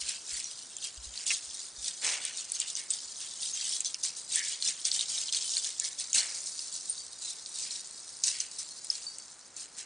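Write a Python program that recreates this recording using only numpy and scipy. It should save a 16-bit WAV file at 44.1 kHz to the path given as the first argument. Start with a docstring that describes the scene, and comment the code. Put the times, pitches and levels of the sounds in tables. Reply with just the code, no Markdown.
"""Candle ice pulled apart by hand

A hand presses into a wall of candle ice and pulls loose columns of crystal away. Swarms of short tones
and noise make the rattle and rub; bursts of noise make the snaps; brief or longer tones make clinks and rings.
Swelling noise makes the crunch of crushed handfuls and, through resonances, the hollow gaps.
The ice wall answers with short noisy tails. Outdoor air is faint steady noise; low fading tones are bumps."""
import sys
import numpy as np
from scipy import signal
from scipy.fft import rfft, irfft, next_fast_len
from scipy.io import wavfile
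from scipy.ndimage import uniform_filter1d, map_coordinates

SR = 44100
rng = np.random.default_rng(int(sys.argv[2]) if len(sys.argv) > 2 else 0)


def log_audio(samples):
    """Write samples as a 16-bit WAV file to the path given in sys.argv[1]."""
    # one column per channel
    frames = np.atleast_2d(samples).T
    # limit to full scale, then quantise
    limited = np.clip(frames, -1, 1)
    pcm = np.round(limited * 32767).astype(np.int16)
    wavfile.write(sys.argv[1], SR, pcm)


N = 434385  # length in samples


def amp(db):
    """Turn decibels into a gain."""
    return 10 ** (np.asarray(db) / 20)


def unit(x):
    """Scale to an rms (average strength) of 1."""
    return x / np.sqrt(np.mean(x ** 2) + 1e-20)


def along(points, hz):
    """Read a curve of (Hz, value) points on a log frequency axis."""
    point_hz, values = np.transpose(points)
    return np.interp(np.log(hz + 1), np.log(point_hz), values)


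def curve(rows):
    """Join (s, value) rows by straight lines, one value per sample."""
    return np.interp(np.arange(N) / SR, *np.transpose(rows))


def filtered(x, response):
    """Multiply the spectrum of x by a response that depends on frequency."""
    padded = next_fast_len(N + SR // 4)
    spectrum = rfft(x, padded) * response(np.fft.rfftfreq(padded, 1 / SR))
    return irfft(spectrum, padded)[..., :N]


def coloured(x, spectrum):
    """Shape x by (Hz, dB) points, then scale it to rms 1."""
    return unit(filtered(x, lambda hz: amp(along(spectrum, hz))))


def place(times, sounds, spread):
    """Add rows of sound at their times, each from its own random direction: (mid, side)."""
    first = (np.maximum(times, 0) * SR).astype(int)[:, None]
    index = first + np.arange(sounds.shape[1])
    pan = spread * rng.standard_normal((len(times), 1))
    return np.array([np.bincount(index.ravel(), s.ravel(), N)[:N] for s in (sounds, sounds * pan)])


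# colour of the outdoor air: pitch_hz [Hz], gain_db [dB, relative]
AIR_COLOUR = [(20, -18.5), (60, -2.5), (170, 0.6), (1500, 1.5), (3200, -6.5)]


def air():
    """Outdoor air is a faint, steady hiss of coloured noise."""
    return amp(-58.0) * coloured(rng.standard_normal(N), AIR_COLOUR)


def wobble(rate):
    """Draw a smooth random curve through `rate` random points a second."""
    points = rng.standard_normal(N // 100)
    return map_coordinates(points, [np.arange(N) * rate / SR], mode="wrap")


# a bundle of columns slips under the fingers; levels are before the layers are mixed:
# start_s [s], swell_s [s], slide_s [s], small_crystals_db [dB], thick_columns_db [dB]
SLIPS_OF_ICE = [(0, .004, .006, -37.5, -48), (.04, .05, .005, -34, -45), (.25, .06, .09, -39, -51.5),
                (.795, .052, .006, -36, -53), (1.022, .01, .025, -45.5, -66), (1.1, .06, .07, -43.5, -54),
                (1.256, .014, .075, -31.5, -50), (1.415, .012, .21, -44, -63), (1.78, .098, .004, -34, -53),
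                (2.005, .04, .08, -32, -40.5), (2.22, .018, .035, -41.5, -46.5),
                (2.35, .048, .004, -38.5, -51.5), (2.53, .02, .008, -37, -54),
                (2.595, .006, .014, -35.5, -47.5), (2.662, .022, .016, -37.5, -60.5),
                (2.744, .03, .014, -37.5, -53.5), (2.896, .012, .042, -38.5, -61),
                (3.195, .006, .035, -41, -55), (3.402, .015, .075, -36.5, -62),
                (3.52, .034, .075, -38, -51.5), (3.635, .012, .12, -35, -59),
                (3.843, .01, .014, -35, -59.5), (4.027, .01, .024, -32.5, -51),
                (4.151, .015, .02, -41.5, -64), (4.275, .075, .035, -32, -46),
                (4.425, .009, .095, -36.5, -50), (4.595, .08, .014, -30.5, -47),
                (4.844, .008, .016, -30, -50), (4.905, .048, .006, -30.5, -54),
                (4.99, .006, .025, -34, -53.5), (5.075, .011, .137, -35.5, -54),
                (5.322, .003, .004, -32.5, -48), (5.345, .003, .02, -31.5, -56),
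                (5.401, .01, .045, -37, -62), (5.47, .036, .085, -34.5, -60),
                (5.628, .009, .04, -35.5, -54), (5.832, .012, .012, -32.5, -53),
                (5.972, .028, .01, -35.5, -54), (6.14, .007, .044, -26.5, -40), (7.195, .04, .07, -41, -60),
                (7.51, .067, .07, -38.5, -57), (7.63, .03, .01, -44, -53), (7.7, .012, .05, -38.5, -59.5),
                (8.232, .005, .012, -32, -52), (8.255, .015, .02, -29.5, -48), (8.31, .02, .04, -41, -50),
                (8.398, .004, .005, -36, -50.5), (8.576, .017, .012, -36.5, -59),
                (8.9, .004, .06, -42, -55.5), (9.562, .004, .066, -43.5, -61),
                (9.755, .03, .014, -41.5, -54)]
# steady pressure of the hand, which keeps the small crystals jostling:
# time_s [s], level_db [dB, before catching and layer mixing]
HAND_PRESSURE = [(0.5, -45.5), (1.0, -51), (1.95, -48), (2.2, -43), (2.87, -48.5), (3.05, -43.5),
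                 (3.7, -45), (4.2, -49), (4.75, -44.5), (5.6, -40.5), (6.11, -46), (6.22, -39.5),
                 (6.9, -42.5), (7.1, -46.5), (9.1, -47.5), (9.4, -55)]


def effort(slip_db, grip_db, settle_s, lag_s, catch_db=1.56, catch_rate=40):
    """Level in dB of the moving ice: each slip swells, slides and settles, on top of the steady grip."""
    t = np.arange(0, N, 32) / SR  # a coarse clock is enough for these slow curves
    start, swell, slide = np.transpose(SLIPS_OF_ICE)[:3, :, None]
    age = t - lag_s - start
    settling_s = np.maximum(age - swell - slide, 0)
    slips = amp(slip_db[:, None] - 60 * settling_s / settle_s) * np.clip(age / swell, 0, 1)
    slip_power = curve(np.column_stack([t, (slips ** 2).sum(0)]))
    grip = amp(np.interp(t, *np.transpose(HAND_PRESSURE)) + grip_db)
    # under steady pressure the pieces catch and let go at random
    grip = curve(np.column_stack([t, grip])) * amp(catch_db * wobble(catch_rate))
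    return 10 * np.log10(grip ** 2 + slip_power)


def contacts(level_db, spectrum, low_hz, high_hz, t60, scatter_db, crowding, turnover, count, size, order=4):
    """Rods knock together, each with several modes; harder handling brings more and louder contacts."""
    # spread the contacts over time so that they crowd where the effort is high
    busy = np.cumsum(amp(crowding * level_db))
    share = (np.arange(count) + rng.random(count)) / count
    at = np.searchsorted(busy, share * busy[-1]).clip(0, N - 1)
    times = at / SR + rng.uniform(-1, 1, count) * N / SR / count
    # a few rods chatter again and again, then others take their place
    rod = (times * turnover + 20 * rng.random(count)).astype(int) % count
    hz = low_hz[at] + (high_hz - low_hz[at]) * rng.random((order, count))[:, rod]
    t = (np.arange(size) / SR).astype(np.float32)
    # t60 is the typical time to fade by 60 dB; each contact varies around it
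    life = (t60 * np.exp(.5 * rng.standard_normal((count, 1)))).astype(np.float32)
    strength = amp(scatter_db * np.minimum(rng.exponential(size=(count, 1)), 3.5))
    modes = np.cos(2 * np.pi * hz[..., None].astype(np.float32) * t).sum(0)
    modes = modes * np.exp(-np.float32(np.log(1000)) * t / life)
    # the shorter the typical ring, the quicker the touch; the last factor fades to silence
    touch = (1 - np.exp(-t / (.015 * t60))) * (1 - t / t[-1])
    swarm = coloured(place(times, strength * modes * touch, spread=.25), spectrum)
    # the contacts of one moment share the energy that the hand puts in
    window = int(.032 * SR)
    power = np.abs(uniform_filter1d(uniform_filter1d(swarm[0] ** 2, window), window))
    return swarm / np.sqrt(power + 1e-4) * amp(level_db)


# deepest note of the crystals under the fingers, set by their length: time_s [s], pitch_hz [Hz]
DEEPEST_NOTE = [(1.15, 2610), (1.7, 3490), (2.1, 2817), (3.65, 2762), (4.2, 3790), (4.5, 2775), (5.7, 2860),
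                (6.4, 4184), (7.3, 3556), (8.4, 3936)]
# colour of the small crystals: pitch_hz [Hz], gain_db [dB, relative]
CRYSTAL_COLOUR = [(1500, -52), (2500, -8.5), (3200, -1.5), (4100, 0), (6500, 2.5), (9700, 0)]


def rattle(stick_db=1.5, splinter_db=-7.0, tick_db=-3.0, tinkle_db=-5.5, rub_db=-2.5):
    """Splinters, damped ticks, freer tinkles and the rub of wet faces all follow the hand's effort."""
    slip_levels = np.array(SLIPS_OF_ICE)[:, 3]
    effort_db = effort(slip_levels, grip_db=0, settle_s=.2, lag_s=0)
    deepest_hz = curve(DEEPEST_NOTE)
    slip_db = effort_db + stick_db * wobble(100)  # the two shortest sounds also flutter quickly
    splinters = contacts(slip_db, CRYSTAL_COLOUR, deepest_hz, 10500, t60=0.00076, scatter_db=4,
                         crowding=.5, turnover=900, count=4000, size=128)
    ticks = contacts(slip_db, CRYSTAL_COLOUR, deepest_hz, 10200, t60=0.016, scatter_db=3.5,
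                     crowding=.3, turnover=380, count=2200, size=500)
    tinkles = contacts(effort_db, CRYSTAL_COLOUR, deepest_hz, 9800, t60=0.094, scatter_db=4.5,
                       crowding=.15, turnover=80, count=640, size=3600)
    hiss = rng.standard_normal((2, N)) * [[1], [.25]]  # mid, weaker side
    rub = coloured(hiss, [(1200, -26.5), (2800, -26.5), (3900, -5.5)]) * amp(effort_db)
    knocks = amp(splinter_db) * splinters + amp(tick_db) * ticks + amp(tinkle_db) * tinkles
    return knocks + amp(rub_db) * rub


# colour of the thick columns: pitch_hz [Hz], gain_db [dB, relative]
COLUMN_COLOUR = [(900, -27), (1400, -13), (2050, -6.5), (2800, -1.5), (3500, -4), (5000, -30.5)]


def columns(level_db=0.0):
    """Thick columns clatter lower than the small crystals, start late and rock for longer."""
    slip_levels = np.array(SLIPS_OF_ICE)[:, 4]
    # steady pressure hardly moves the thick columns
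    effort_db = effort(slip_levels, grip_db=-25, settle_s=.38, lag_s=.008)
    clatter = contacts(effort_db, COLUMN_COLOUR, np.full(N, 1500), 3500, t60=.012, scatter_db=3.5,
                       crowding=.5, turnover=400, count=3000, size=600)
    return amp(level_db) * clatter


# ringing of the ice wall: pitch_hz [Hz], t60_s [s to fade by 60 dB, apart from the build-up]
WALL_RINGING = [(2000, 0.039), (4500, 0.016)]


def wall(x, build_s=0.01, count=40):
    """Knocks spread through the packed columns, swell just after the blow and fade, the treble first."""
    noise = rng.standard_normal((count, 2, SR // 4))
    hz, t, z = signal.stft(noise, SR, nperseg=256)
    fade = amp(-60 * t / along(WALL_RINGING, hz)[:, None])
    tails = signal.istft(z * fade, SR, nperseg=256)[1]
    tail_t = np.arange(tails.shape[-1]) / SR
    tails = tails * (1 - np.exp(-(tail_t / build_s) ** 2))
    out = np.zeros((2, N + SR))
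    # each stretch of time takes new paths through the ice
    for part, tail in zip(np.array_split(np.arange(N), count), tails):
        answer = signal.fftconvolve(x[:1, part], tail / np.linalg.norm(tail[0]), axes=1)
        out[:, part[0]:][:, :answer.shape[1]] += answer
    return out[:, :N] * [[1], [.4]]  # mid, weaker side


# jolts of the camera: start_s [s], level_db [dB, before the rise and fade]
CAMERA_JOLTS = [(0.02, -51), (0.325, -49), (0.975, -40), (1.065, -41.5), (1.47, -55), (1.78, -48)]


def bumps(hz=58, rise=0.0064, t60=0.2):
    """Each jolt of the camera is a low thud: a deep tone that rises quickly and fades."""
    start_s, level_db = np.transpose(CAMERA_JOLTS)[:, :, None]
    age = np.maximum(np.arange(N) / SR - start_s, 0)
    envelope = amp(level_db - 60 * age / t60) * (1 - np.exp(-age / rise))
    return (np.sin(2 * np.pi * hz * age) * envelope).sum(0)


def strike(times, db, hits):
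    """Start each hit at its time and give it its peak level."""
    level = hits / np.abs(hits).max(1, keepdims=True) * amp(db[:, None])
    return place(times, level, spread=0.067)


def cracks(count):
    """Make rows of bright fracture noise, and their time axis."""
    t = np.arange(SR // 20) / SR
    sos = signal.butter(4, [2700, 9900], "band", fs=SR, output="sos")
    return unit(signal.sosfilt(sos, rng.standard_normal((count, len(t))))), t


# dry fractures: middle_s [s], peak_db [dB], centre_hz [Hz, of the crack's colour]
FRACTURES = [(0.373, -34, 7510), (0.4435, -20, 6040), (0.768, -24.5, 7180), (2.3735, -22.5, 8600),
             (2.5202, -16, 8700), (2.6016, -12, 8400), (2.7539, -17.5, 6040), (2.773, -27, 5800),
             (2.9054, -13.5, 7500), (2.938, -18, 5900), (3.8063, -16, 7660), (3.848, -17, 6100),
             (3.945, -15.5, 5530), (4.359, -10.5, 8800), (4.8533, -11, 6600), (4.9167, -15, 4900),
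             (5.326, -16, 5000), (5.4247, -19, 5250), (5.7996, -12.5, 7050), (5.844, -23.5, 4500),
             (5.999, -19.5, 9200), (6.1316, -12.5, 6900), (6.1476, -13, 7500), (7.4613, -25, 4840),
             (8.2384, -10, 6400), (8.2417, -12, 5600), (8.2823, -12, 5900), (8.847, -23.5, 9300),
             (9.1857, -25, 7900), (9.566, -27.5, 7340), (9.7867, -26, 7500)]
FRACTURE_S = 0.00073  # time constant in s of the noise burst, even on both sides of its middle


def snaps(width=0.21, broad_share=0.13):
    """The bond between two columns breaks: a very short noise burst with its own colour, dull or bright."""
    middle_s, peak_db, centre_hz = np.transpose(FRACTURES)
    crack, t = cracks(count=len(middle_s))
    burst = crack * np.exp(-np.abs(t - t.mean()) / FRACTURE_S)
    hz = np.fft.rfftfreq(len(t), 1 / SR)
    # a bump of colour around the centre, over a weak broad floor
    colour = broad_share + np.exp(-(np.log((hz + 1) / centre_hz[:, None]) / width) ** 2)
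    return strike(middle_s - t.mean(), peak_db, irfft(rfft(burst) * colour))


# freed rods that ring on:
# start_s [s], level_db [dB, main tone before its rise and fade], pitch_hz [Hz], t60_s [s to fade by 60 dB]
RINGING_RODS = [(0.455, -38, 5700, 0.24), (2.548, -33, 6345, 0.14), (2.909, -23, 8100, 0.061),
                (3.535, -29, 6500, 0.11), (3.856, -26, 6120, 0.1), (6.896, -23, 8920, 0.11),
                (6.995, -39, 4610, 0.18), (7.248, -39, 4060, 0.24), (7.278, -38, 3740, 0.12),
                (8.708, -43.5, 4250, 0.16), (8.9016, -10, 5150, 0.014), (9.066, -31, 4580, 0.16),
                (9.098, -37.5, 4580, 0.23), (9.198, -45, 4600, 0.16)]


def rings(beat_hz=45, pair_share=0.35):
    """A rod that is not quite round rings in a close pair of bending modes."""
    start_s, level_db, hz, t60 = np.transpose(RINGING_RODS)[:, :, None]
    t = np.arange(SR // 3) / SR
    split_hz = beat_hz * (.5 + rng.random(hz.shape))  # beat_hz is the average
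    pair = np.sin(2 * np.pi * hz * t) + pair_share * np.sin(2 * np.pi * (hz + split_hz) * t)
    envelope = amp(level_db - 60 * t / t60) * (1 - np.exp(-t / 0.0007))
    return place(start_s[:, 0], pair * envelope, spread=0.055)


# rods that strike one another: start_s [s], peak_db [dB], pitch_hz [Hz]
STRUCK_RODS = [(1.1763, -22, 4400), (1.2654, -19, 7100), (1.305, -17, 2660), (1.3093, -23, 2160),
               (2.2515, -18.5, 8950), (2.9087, -17.5, 7960), (4.037, -16.5, 6100), (4.6242, -16, 4270),
               (4.677, -14, 5580), (4.686, -17, 6130), (4.9928, -18, 3800), (5.0098, -17.5, 3740),
               (5.179, -20, 3850), (5.2833, -23.5, 4050), (5.291, -26, 3280), (5.347, -16.5, 4400),
               (5.5685, -15.5, 4330), (6.148, -24.5, 2720), (6.5924, -21, 5000), (7.7083, -24, 4240),
               (8.4034, -13.5, 6200)]


def clinks(crack_t60=0.0079, ring_t60=0.0076, crack_share=0.23, rise=0.0004):
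    """A contact cracks and rings a rod for a moment, until the fingers damp it."""
    start_s, peak_db, hz = np.transpose(STRUCK_RODS)
    crack, t = cracks(count=len(start_s))
    ring = np.sin(2 * np.pi * hz[:, None] * t) * amp(-60 * t / ring_t60)
    body = ring + crack_share * crack * amp(-60 * t / crack_t60)
    return strike(start_s, peak_db, body * (1 - np.exp(-t / rise)))


# handfuls that give way: start_s [s], level_db [dB], rise_s [s], t60_s [s to fade by 60 dB]
HANDFULS = [(2.012, -40, 0.038, 0.69), (6.158, -47.5, 0.016, 1)]
# colour of the crunch: pitch_hz [Hz], gain_db [dB, relative]
CRUNCH_COLOUR = [(150, -24), (600, -1), (1400, -2), (2300, 7), (4500, -29)]


def crushes():
    """A whole handful gives way: the crunch swells and dies in the mass of the ice."""
    t = np.arange(N) / SR
    swell = np.zeros(N)
    for start_s, level_db, rise, t60 in HANDFULS:
        fading_s = np.maximum(t - start_s - 2 * rise, 0)  # full for one rise time, then fading
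        swell += amp(level_db) * np.clip((t - start_s) / rise, 0, 1) * amp(-60 * fading_s / t60)
    return swell * coloured(rng.standard_normal(N), CRUNCH_COLOUR)


# resonances of the gap behind the columns: pitch_hz [Hz]
GAP_RESONANCES = [1769, 1913, 2063, 2194]


def gap(x, width_hz=110):
    """Pass x through the close resonances of the gap behind the columns, twice over, at rms 1."""
    def resonances(hz):
        damping = 1j * hz * width_hz
        return sum(damping / (mode ** 2 - hz ** 2 + damping) for mode in GAP_RESONANCES) ** 2
    return unit(filtered(x, resonances))


# gaps that ring as a piece comes loose: start_s [s], level_db [dB, before the rise and fade]
OPENED_GAPS = [(2.77, -49), (4.355, -35), (5.805, -46.5), (6.2, -43), (9.77, -54)]


def hollows(rise=0.015, t60=0.42):
    """An opened gap swells and dies in its own resonances."""
    start_s, level_db = np.transpose(OPENED_GAPS)[:, :, None]
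    age = np.maximum(np.arange(N) / SR - start_s, 0)
    envelope = amp(level_db - 60 * age / t60) * (1 - np.exp(-age / rise))
    return gap(rng.standard_normal(N)) * envelope.sum(0)


# stereo width: pitch_hz [Hz], side_gain_db [dB]
STEREO_WIDTH = [(3000, -44), (4500, 1)]


def scene():
    """Mix the ice in front of the microphone; mainly its treble spreads left and right."""
    loose = rattle() + columns()
    hits = snaps() + clinks()
    answer = wall(amp(-6.5) * hits + amp(-12.0) * loose)
    mid, side = loose + hits + rings() + answer
    mid = mid + hollows() + crushes() + bumps() + air()
    # the two microphone ports sit close together: a quarter-cycle turn makes them differ mostly in phase
    side = filtered(side, lambda hz: 1j * amp(along(STEREO_WIDTH, hz)))
    return np.array([mid + side, mid - side])


TOP_HZ = 9660  # upper band limit of the camera


def record(dry):
    """The camera's very steep low-pass filter removes almost everything above its band limit."""
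    return filtered(dry, lambda hz: 1 / np.sqrt(1 + (hz / TOP_HZ) ** 260))


dry = scene()
out = record(dry)
log_audio(out)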